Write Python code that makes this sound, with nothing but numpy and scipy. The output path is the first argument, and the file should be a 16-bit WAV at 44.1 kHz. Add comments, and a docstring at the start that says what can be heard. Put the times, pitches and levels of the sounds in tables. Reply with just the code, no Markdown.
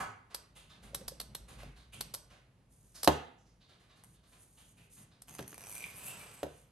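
"""A low rumble, dry clicks and swishing sleeves: three wooden tops wobble on a table in a small room.
Their tips rumble in the board, and a hand knocks the table, setting it ringing, as it picks one top up.
Fingers slide over the disc, rub along it in small slips that ring the wood, and set it down again.
It is all heard close up, through the two microphone ports of a phone."""
import sys
import numpy as np
from scipy import signal
from scipy.fft import rfft, irfft
from scipy.io import wavfile
from scipy.ndimage import uniform_filter1d

SR = 44100
rng = np.random.default_rng(int(sys.argv[2]) if len(sys.argv) > 2 else 0)


def pcm_store(signal):
    """Save signal as 16-bit PCM."""
    levels = np.round(np.clip(np.atleast_2d(signal), -1, 1) * 32767)
    wavfile.write(sys.argv[1], SR, levels.astype(np.int16).T)


N = 295911
T = np.arange(N) / SR
FREQ = np.arange(N + 1) * SR / (2 * N)

# The bright hiss of sliding skin and cloth. 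Each row: frequency in Hz, level in dB.
SLIDE_HISS = [(2500, -21), (5400, -16.5), (6500, -9), (7500, -11.5), (9300, -5.5), (11600, -9.5),
              (14000, -31)]
# Knocks on the table. Each row: start in seconds, level in dB, thud pitch in Hz, thud t60 in seconds,
# edge and board ring in relative dB, frequency in Hz above which the board is barely excited.
KNOCKS = [(0.932, -40.5, 555, 0.02, -31, -12, 800), (1.011, -41.5, 522, 0.053, -5, -27, 800),
          (1.117, -39.5, 521, 0.036, -19, -2, 800), (1.631, -38, 606, 0.017, -2.5, -7, 900),
          (3.0747, -3, 762, 0.0086, -4, 3.5, 1630), (5.3899, -35.5, 751, 0.0035, 7, 11, 810),
          (5.398, -37.5, 440, 0.028, -15, -15, 600), (5.528, -44, 1600, 0.008, 4, -7, 1000),
          (6.43, -16.5, 572, 0.0094, -10.5, 0.5, 765), (6.464, -33, 532, 0.02, -18, -9, 700)]
# Pressure of the fingers rubbing the held top. Each row: time in seconds, level in dB.
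RUB_PRESSURE = [(5.269, -77), (5.286, -55), (5.378, -62), (5.44, -73), (5.5, -60), (5.57, -69),
                (5.61, -52.5), (5.852, -53), (5.94, -54.5), (6.07, -49), (6.17, -50.5), (6.26, -52.5),
                (6.42, -58.5)]


def amp(db):
    """Decibels to gain."""
    return 10 ** (np.asarray(db) / 20)


def noise():
    """White noise of unit power."""
    return rng.standard_normal(N)


def through(x, response):
    """Filter by a frequency response given on FREQ."""
    return irfft(rfft(x, 2 * N) * response)[..., :N]


def unit(response):
    """Scale a response so that white noise keeps its power."""
    return response / np.sqrt(np.mean(np.abs(response) ** 2))


def colour(points):
    """Causal response through (Hz, dB) points, falling 10 dB an octave outside them."""
    hz, db = np.transpose(points)
    octave = np.log2(FREQ + 1)
    outside = np.abs(octave - np.clip(octave, np.log2(hz[0]), np.log2(hz[-1])))
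    cepstrum = irfft(np.log(amp(np.interp(octave, np.log2(hz), db) - 10 * outside)))
    return unit(np.exp(rfft(2 * cepstrum[:N], 2 * N)))


def resonances(peaks):
    """Response of parallel (Hz, width in Hz, dB) resonators."""
    return unit(sum(amp(db) * 1j * FREQ * width / (hz ** 2 - FREQ ** 2 + 1j * FREQ * width)
                    for hz, width, db in peaks))


def ring(modes, t):
    """Fading sines of (Hz, dB, t60 in seconds) modes, alternating in sign."""
    return sum((-1) ** k * amp(db - 60 * t / t60) * np.sin(2 * np.pi * hz * t)
               for k, (hz, db, t60) in enumerate(modes))


def add(track, s, sound):
    """Mix a sound into a track at s seconds."""
    start = max(int(s * SR), 0)
    track[start:start + len(sound)] += sound[:N - start]


def swell(t, rise, t60, hold=0):
    """A quick rise, a hold, then an exponential fade."""
    return np.clip(t / rise, 0, 1) * np.exp(-np.log(1000) * np.maximum(t - rise - hold, 0) / t60)


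def walk(rate):
    """Random wander with a spread near 1, turning `rate` times a second."""
    size = int(SR / rate)
    return uniform_filter1d(np.repeat(rng.standard_normal(N // size + 1), size), size)[:N]


def burst(shape, bins):
    """Noise under an envelope, its spectrum evened out over `bins` so that no chance pitch sticks out."""
    spectrum = rfft(shape * rng.standard_normal(len(shape)), 2 * len(shape))
    power = signal.fftconvolve(np.abs(spectrum) ** 2, signal.windows.hann(bins), mode="same")
    flat = irfft(spectrum / np.sqrt(power))[:len(shape)]
    return flat * np.linalg.norm(shape) / np.linalg.norm(flat)


def room_tone(level_db=-69):
    """Still room noise, alike on both sides in the bass."""
    tone = colour([(25, -9), (120, 8), (370, -9.5), (3500, -27), (7500, -32.5),
                   (11800, -34.5), (13500, -51)])
    side = through(noise(), tone * np.minimum(FREQ / 1200, .8))
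    return amp(level_db) * (through(noise(), tone) + np.array([side, -side]))


def table_rumble(wobble_db=-2.5, settled_db=-74.5, hand_db=-16, uneven_db=2):
    """Wobbling tips and rubbing hands rumble in the board; deep down it sways in one broad swell."""
    # The push of the wobbling tops. Each row: time in seconds, level in dB.
    wobble = [(0.52, -68), (1.02, -56), (1.45, -61), (1.68, -54.5), (1.89, -82), (1.96, -58.5),
              (2.6, -67.5), (2.7, -73)]
    # The tone of the rumble. Each row: frequency in Hz, level in dB.
    rumble_tone = [(50, -9.5), (120, 1), (200, -2.5), (300, -13), (600, -15), (1200, -28), (3000, -29)]
    s, db = np.transpose(wobble)
    tips = amp(np.interp(T, s, db) + wobble_db) * (T >= s[0]) * (T <= s[-1])
    push = np.maximum(tips, amp(settled_db)) + amp(hand_db) * rub_pressure()
    sway = amp(-73.5 + 16 * np.exp(-((T - 1.55) / 0.87) ** 2))
    rumble = through(noise() + 0.26 * np.array([noise(), noise()]), colour(rumble_tone))
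    bass = through(noise(), resonances([(50.7, 14, 0)]) * resonances([(53.5, 10, 0)]))
    return (rumble * push + bass / np.std(bass) * sway) * amp(uneven_db * walk(11))


def sleeves(scuff_db=-37, hum_db=-14):
    """Cloth brushes in short swishes, each round its own pitch, after one duller, heavier scuff."""
    # Each row: start in seconds, level in dB, treble in relative dB, band centre in Hz,
    # band level in relative dB.
    swishes = [(0.297, -60.5, -20, 1080, 12.5), (0.549, -64, -1, 3120, 13.5), (0.689, -63.5, -16, 3700, 10),
               (.82, -62, -4.5, 2800, -7), (1.475, -58, -7, 3560, -16), (1.578, -60.5, -10, 2240, 11.5),
               (1.755, -66, -9.5, 3900, 10), (1.921, -63, 2.5, 2760, 19), (2.294, -62, -17, 1830, 2),
               (2.941, -62, 2, 5000, 15), (3.374, -86.5, -9.5, 6040, 17.5), (3.451, -80, -11, 5440, 13),
               (3.601, -75.5, -26, 3820, 18.5), (3.683, -67.5, -16.5, 3880, 9),
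               (3.792, -71.5, -10.5, 3700, 5.5), (3.888, -70, -21, 3830, 11), (3.949, -74.5, -5, 4080, 9),
               (4.136, -81, -14, 3530, 15.5), (4.226, -75, -8.5, 3940, 9), (4.315, -67.5, -8, 1494, 3),
               (4.567, -68.5, -3.5, 3190, 12.5), (4.766, -70, -11, 2463, 15), (4.96, -67.5, -16, 2300, 1.5),
               (5.105, -73.5, -19.5, 4100, 9)]
    # The tones of the swishes and of the scuff. Each row: frequency in Hz, level in dB.
    cloth_tone = [(300, 5), (1200, 5), (4000, -0.5), (7000, -10.5), (11500, -18.5), (14000, -44.5)]
    scuff_tone = [(120, -6), (400, -10), (800, 0), (1350, 2.5), (2000, -7.5), (3800, -21), (11200, -22),
                  (14000, -31)]
    body, treble, bands, t = np.zeros(N), np.zeros(N), np.zeros(N), T[:SR]
    for s, db, treble_db, hz, band_db in swishes:
        shape = amp(db) * swell(t, rise=0.015, t60=0.34)
        band = np.concatenate(signal.iirpeak(hz, Q=2.3, fs=SR))
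        add(body, s, shape)
        add(treble, s, shape * amp(treble_db))
        add(bands, s, shape * amp(band_db) * signal.sosfilt([band, band], rng.standard_normal(len(t))))
    cloth = through(body * noise(), colour(cloth_tone)) + bands
    cloth += through(treble * noise(), colour(SLIDE_HISS))
    scuff = amp(scuff_db) * swell(T, rise=0.0051, t60=0.14) * noise()
    table_hum = amp(hum_db) * resonances([(170, 140, 0)])
    return cloth * amp(0.79 * walk(120)) + through(scuff, colour(scuff_tone) + table_hum)


def clicks(fade_s, ping_db, rise_s=0.0039, fade_from_s=0.0041, ping_t60=0.004):
    """Each dry click is a few milliseconds of chatter that rings one short resonance."""
    # Each row: start in seconds, level in dB, ring pitch in Hz, ring level in relative dB.
    snaps = [(0.344, -35, 4970, 2), (0.945, -32, 4180, -1.5), (0.955, -48, 4270, -3),
             (1.0788, -35.5, 5130, 0.5), (1.0831, -43.5, 4730, -20), (1.199, -38, 4600, 7.5),
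             (1.2109, -42.5, 4380, 3), (1.3479, -37, 4170, 4), (2.007, -33, 4550, 4),
             (2.138, -35.5, 4930, -8), (2.145, -37, 4500, -2.5), (3.030, -30.5, 4900, -2),
             (3.043, -29.5, 5287, -5), (5.2179, -52, 8900, 5.5)]
    # The tone of the chatter. Each row: frequency in Hz, level in dB.
    chatter_tone = [(100, -14.5), (500, 2), (1300, -1), (2500, -12), (3600, -3), (5500, 4.5), (7000, -4.5),
                    (8100, 5), (9700, -1), (11600, 7), (12700, -2), (14000, -39.5)]
    chatter, pings, t = np.zeros(N), np.zeros(N), T[:SR // 4]
    shape = np.minimum(t / rise_s, 1) * np.exp(-np.maximum(t - fade_from_s, 0) / fade_s)
    for s, db, hz, ring_db in snaps:
        snap = burst(shape, bins=400)
        ping = signal.fftconvolve(snap, ring([(hz, 0, ping_t60)], t))
        ping *= np.linalg.norm(snap) / np.linalg.norm(ping)
        add(chatter, s, amp(db) * snap)
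        add(pings, s, amp(db + ring_db + ping_db) * ping)
    return through(chatter, colour(chatter_tone)) + pings


def after_ring(start_s=0.347):
    """The first click leaves a top ringing thinly in a close pair of modes."""
    return ring([(4830, -64, .2), (4700, -66, .3)], np.maximum(T - start_s, 0))


def knocks(edge_t60, tick_db, tick_growth=2.5, lag_s=.0007, return_s=.0071, return_db=-16.5):
    """A blow gives a bright edge, then a hard tick and a thud that run to and fro in the table."""
    # The modes of the tick. Each row: pitch in Hz, level in dB, t60 in seconds.
    tick_modes = [(4140, -6.5, .0095), (4220, -14.5, .008)]
    # The tone of the edge. Each row: frequency in Hz, level in dB.
    edge_tone = [(300, 6), (1000, -5.5), (1250, -3), (1800, -4), (2300, -13), (2800, -6), (3200, -8),
                 (4000, -10.5), (4600, -16), (6400, -15), (9500, -23), (11400, -13), (13500, -21)]
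    wood, edges, t = np.zeros(N), np.zeros(N), T[:SR // 4]
    for s, db, hz, t60, edge_db, _, _ in KNOCKS:
        thud = ring([(hz, 0, t60)], t) * np.minimum(6 * t / t60, 1)  # longer thuds swell more slowly
        tick = amp(tick_growth * db + tick_db) * ring(tick_modes, t)  # harder contacts are brighter
        edge = burst(swell(t, rise=0.0013, t60=edge_t60), bins=300)
        add(wood, s + lag_s, amp(db + 4) * thud + tick)
        add(edges, s, amp(db + edge_db - 8) * edge)
    # Each return from the table's rim is weaker and duller.
    round_trip = amp(return_db) * np.exp(-2j * np.pi * FREQ * return_s) / (1 + (FREQ / 2000) ** 2)
    return through(wood, 1 / (1 - round_trip)) + through(edges, colour(edge_tone))


def board_ring(spread=.6):
    """Every knock leaves the table ringing, a soft one only in its low modes."""
    # The modes of the board. Each row: pitch in Hz, level in dB, t60 in seconds.
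    board_modes = [(76, -30, .33), (148, -30, .28), (216, -33, .22), (271, -36, .18), (306, -26.5, .21),
                   (380, -24, .18), (470, -26, .07), (500, -25, .09), (535, -23, .09), (585, -24, .14),
                   (647, -24, .13), (714, -25, .13), (792, -25, .11), (861, -25, .13), (953, -29, .14),
                   (1005, -28, .12), (1071, -26, .13), (1260, -29, .06), (1400, -29, .06), (1576, -39, .13),
                   (1802, -34, .12), (1947, -33, .08)]
    mid, t = np.zeros(N), T[:SR // 3]
    filling = np.minimum(t / 0.012, 1)  # bending waves take a moment to fill the board
    for s, db, _, _, _, board_db, cutoff_hz in KNOCKS:
        modes = [(hz, mode_db - 10 * np.log10(1 + (hz / cutoff_hz) ** 6), t60)
                 for hz, mode_db, t60 in board_modes]
        add(mid, s, amp(db + board_db) * ring(modes, t) * filling)
    # The broad board reaches each port a little differently.
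    side = through(mid, spread * np.minimum(FREQ / 500, 1) * np.exp(-2j * np.pi * FREQ * 0.002))
    return mid + np.array([side, -side])


def bumps(hum_hz=141, width_hz=110):
    """Soft pushes of tops and hands on the table give only a brief low hum."""
    # Each row: start in seconds, level in dB.
    pushes = [(1.63, -53.5), (1.96, -55.5), (4.049, -65), (4.77, -64), (4.97, -57), (5.29, -59.5),
              (5.385, -52), (6.03, -59)]
    push = sum(amp(db) * swell(T - s, rise=0.021, t60=0.51) for s, db in pushes)
    return through(push * noise(), unit(resonances([(hum_hz, width_hz, 0)]) ** 2))


def finger_strokes(rise_s=0.04, grain_db=2):
    """Fingertips hiss faintly as they slide over the smooth disc."""
    # Each row: start in seconds, length in seconds, level in dB.
    strokes = [(2.684, 0.44, -74.5), (4.019, 0.14, -75), (4.247, 0.32, -74.5), (4.375, 0.058, -72.5),
               (4.553, 0.17, -71), (4.737, 0.13, -75.5), (4.893, 0.14, -64), (6.469, 0.16, -72.5)]
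    pressure = sum(amp(db) * swell(T - s, rise_s, t60=0.063, hold=length - rise_s)
                   for s, length, db in strokes)
    return through(noise() * pressure * amp(grain_db * walk(270)), colour(SLIDE_HISS))


def rub_pressure():
    """The fingers press on the held top, then let go."""
    s, db = np.transpose(RUB_PRESSURE)
    return amp(np.interp(T, s, db)) * swell(T - s[0], rise=0.0032, t60=1, hold=s[-1] - s[0])


def stick_slip(level_db=-4, slips_per_s=46, octaves_per_s=2.9, jerkiest_s=5.63):
    """Friction force: the slips come faster as the fingers speed up, and are jerkiest partway through."""
    rate = slips_per_s * 2 ** (octaves_per_s * np.maximum(T - RUB_PRESSURE[0][0], 0))
    phase = np.cumsum(rate * np.exp(.12 * walk(80))) / SR
    jerk_db = 11 + 14 * np.exp(-((T - jerkiest_s) / 0.24) ** 2)
    jerks = amp(jerk_db * np.exp(-(phase % 1) / 0.53) + 2 * walk(150))
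    return rub_pressure() * amp(level_db) * jerks / np.sqrt(uniform_filter1d(jerks ** 2, size=2048))


def gripped_ring(force, path, width_hz):
    """Friction drives one resonance of the disc, which the shifting grip bends and damps."""
    s, hz, db = np.transpose(path)
    carrier = np.exp(2j * np.pi * np.cumsum(np.interp(T, s, hz)) / SR)
    pole = np.exp(-np.pi * width_hz / SR)
    drive = force * amp(np.interp(T, s, db)) * noise()
    return np.real(carrier * signal.lfilter([np.sqrt(2 * (1 - pole ** 2))], [1, -pole], drive / carrier))


def rubbing(rasp_db=4, flicker_db=4, hiss_db=-3):
    """Skin sticks and slips on the wood; every slip is a tiny burst that rings the disc."""
    # The hardest single slips. Each row: start in seconds, level in dB, low ring in relative dB.
    hard_slips = [(4.036, -51.5, -20), (4.043, -57.5, -17), (5.2812, -56, 18), (5.2936, -53.5, -17),
                  (5.3381, -50.5, -8), (5.349, -48, -9), (5.3838, -45, 4), (5.406, -50, -3),
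                  (5.425, -44, -18), (5.4772, -51.5, -20), (5.542, -51.5, 13.5), (5.56, -62, -5),
                  (5.578, -44, -12), (5.7501, -51.5, -26), (5.7782, -47.5, -1), (5.823, -58, 18.5),
                  (5.8385, -52, 17)]
    # The paths of the disc's three rings. Each row: time in seconds, pitch in Hz, relative level in dB.
    low_path = [(5.3, 2600, -14.5), (5.66, 2400, -8.5), (5.84, 2400, -1.5), (5.9, 2400, -12),
                (6.11, 2670, -4), (6.22, 2340, -10), (6.42, 2420, -13.5)]
    mid_path = [(5.25, 6470, -20), (5.29, 6520, -5.5), (5.44, 6070, -9), (5.51, 6440, 1.5),
                (5.56, 5940, -6.5), (5.84, 6030, -6.5), (5.89, 6150, -19)]
    high_path = [(5.55, 8000, -13), (5.76, 8200, -1.5), (5.87, 8100, -10), (5.98, 8060, -9),
                 (6.07, 7800, -1.5), (6.23, 8100, -9.5), (6.41, 8050, -2.5), (6.439, 8000, -16)]
    # The disc's broad treble resonances. 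Each row: centre in Hz, width in Hz, level in dB.
    treble_peaks = [(9540, 800, 4.5), (11310, 940, 4)]
    # How hard the rub drives them. Each row: time in seconds, relative level in dB.
    treble_levels = [(5.4, -1), (5.97, -1.5), (6.13, -2), (6.3, -11)]
    # The tone of the friction hiss. Each row: frequency in Hz, level in dB.
    hiss_tone = [(100, -12), (400, -4), (1000, -2), (2000, -7), (2800, -5), (3600, -10.5), (4800, -11),
                 (7000, -15), (12000, -18.5), (14000, -48)]
    force = stick_slip()
    low_force = force * amp(rasp_db * walk(45))
    for s, db, ring_db in hard_slips:
        slip = amp(db) * swell(T[:2048], rise=0.00265, t60=0.0048)
        add(force, s, slip)
        add(low_force, s, slip * amp(ring_db))
    rings = gripped_ring(low_force, low_path, width_hz=150)
    rings += gripped_ring(force, mid_path, width_hz=190)
    rings += gripped_ring(force, high_path, width_hz=260)
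    treble_gain = amp(np.interp(T, *np.transpose(treble_levels)) + flicker_db * walk(22))
    treble = through(force * treble_gain * noise(), resonances(treble_peaks))
    hiss = amp(hiss_db) * through(force * noise(), colour(hiss_tone))
    return rings + treble + hiss


def near_reflections(x):
    """The direct sound and two close echoes, each reaching left and right slightly apart."""
    # Each row: left delay in seconds, right delay in seconds, gain.
    echoes = [(.0069, .0072, 0.28), (0.0145, 0.0139, 0.16)]
    paths = 1 + sum(gain * np.exp(-2j * np.pi * FREQ * np.array([[left], [right]]))
                    for left, right, gain in echoes)
    return through(x, paths)


def room_tail(x):
    """Diffuse tail of a small room; the two ports share its bass."""
    # How long the room rings. Each row: frequency in Hz, t60 in seconds.
    decay_times = [(100, 0.47), (500, 0.46), (2000, 0.52), (5000, 0.34), (12000, 0.12)]
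    hz, t60s = np.transpose(decay_times)
    mid, side, t = 0, 0, T[:SR // 2]
    for weights, t60 in zip(np.eye(len(hz)), t60s):
        band = np.interp(FREQ, hz, weights)
        shape = swell(t, rise=0.0019, t60=t60)
        tails = rfft([burst(shape, bins=110) for _ in range(2)], 2 * N) * np.sqrt(band)
        mid, side = mid + tails[0], side + tails[1]
    width = np.interp(FREQ, [100, 900, 6000, 8500], [0.096, 0.94, 0.34, 0.037])
    return through(x, (unit(mid) + np.array([[1], [-1]]) * width * unit(side)) / np.sqrt(1 + width ** 2))


def scene():
    """Tops, hands and table up close, with the small room around them."""
    cloth, fingers = sleeves(), finger_strokes() + rubbing()
    blows = clicks(fade_s=0.0021, ping_db=-6) + knocks(edge_t60=0.027, tick_db=4)
    # Blows reach the walls by many paths, so the room hears them smeared.
    smeared_blows = clicks(fade_s=.009, ping_db=-13) + knocks(edge_t60=.07, tick_db=-14)
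    near = near_reflections(blows + fingers + cloth)
    far = room_tail(amp(-13) * smeared_blows + amp(-5) * fingers + cloth)
    return near + far + after_ring() + board_ring() + table_rumble() + bumps() + room_tone()


def record(dry, port_hz=10350, port_width_hz=750, port_db=7, cutoff_hz=15800):
    """The microphone ports resonate in the treble and differ in phase and level; the highs are cut."""
    # Left port against right. Each row: frequency in Hz, phase lead in radians, level in dB.
    ports = [(1500, -.3, -2.5), (4000, -.4, -2), (5300, -1.2, -3), (7000, -.7, -7), (7700, -1.5, -2),
             (8800, 0, 0), (10350, 3.14, 0), (11800, 6.2, 0), (12400, 6.5, 0), (14900, 12.5, 0)]
    hz, lead, tilt_db = np.transpose([(0, 0, 0)] + ports)
    lead, tilt_db = np.interp(FREQ, hz, lead), np.interp(FREQ, hz, tilt_db)
    sides = np.array([[.5], [-.5]])
    peak_db = port_db / (1 + ((FREQ - port_hz) / port_width_hz) ** 2)
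    shelf_db = np.interp(FREQ, [12200, 13400], [0, -14])
    heard = through(dry, amp(peak_db + shelf_db + sides * tilt_db) * np.exp(1j * sides * lead))
    return signal.sosfilt(signal.ellip(8, .2, 70, cutoff_hz, fs=SR, output="sos"), heard)


dry = scene()
out = record(dry)
pcm_store(out)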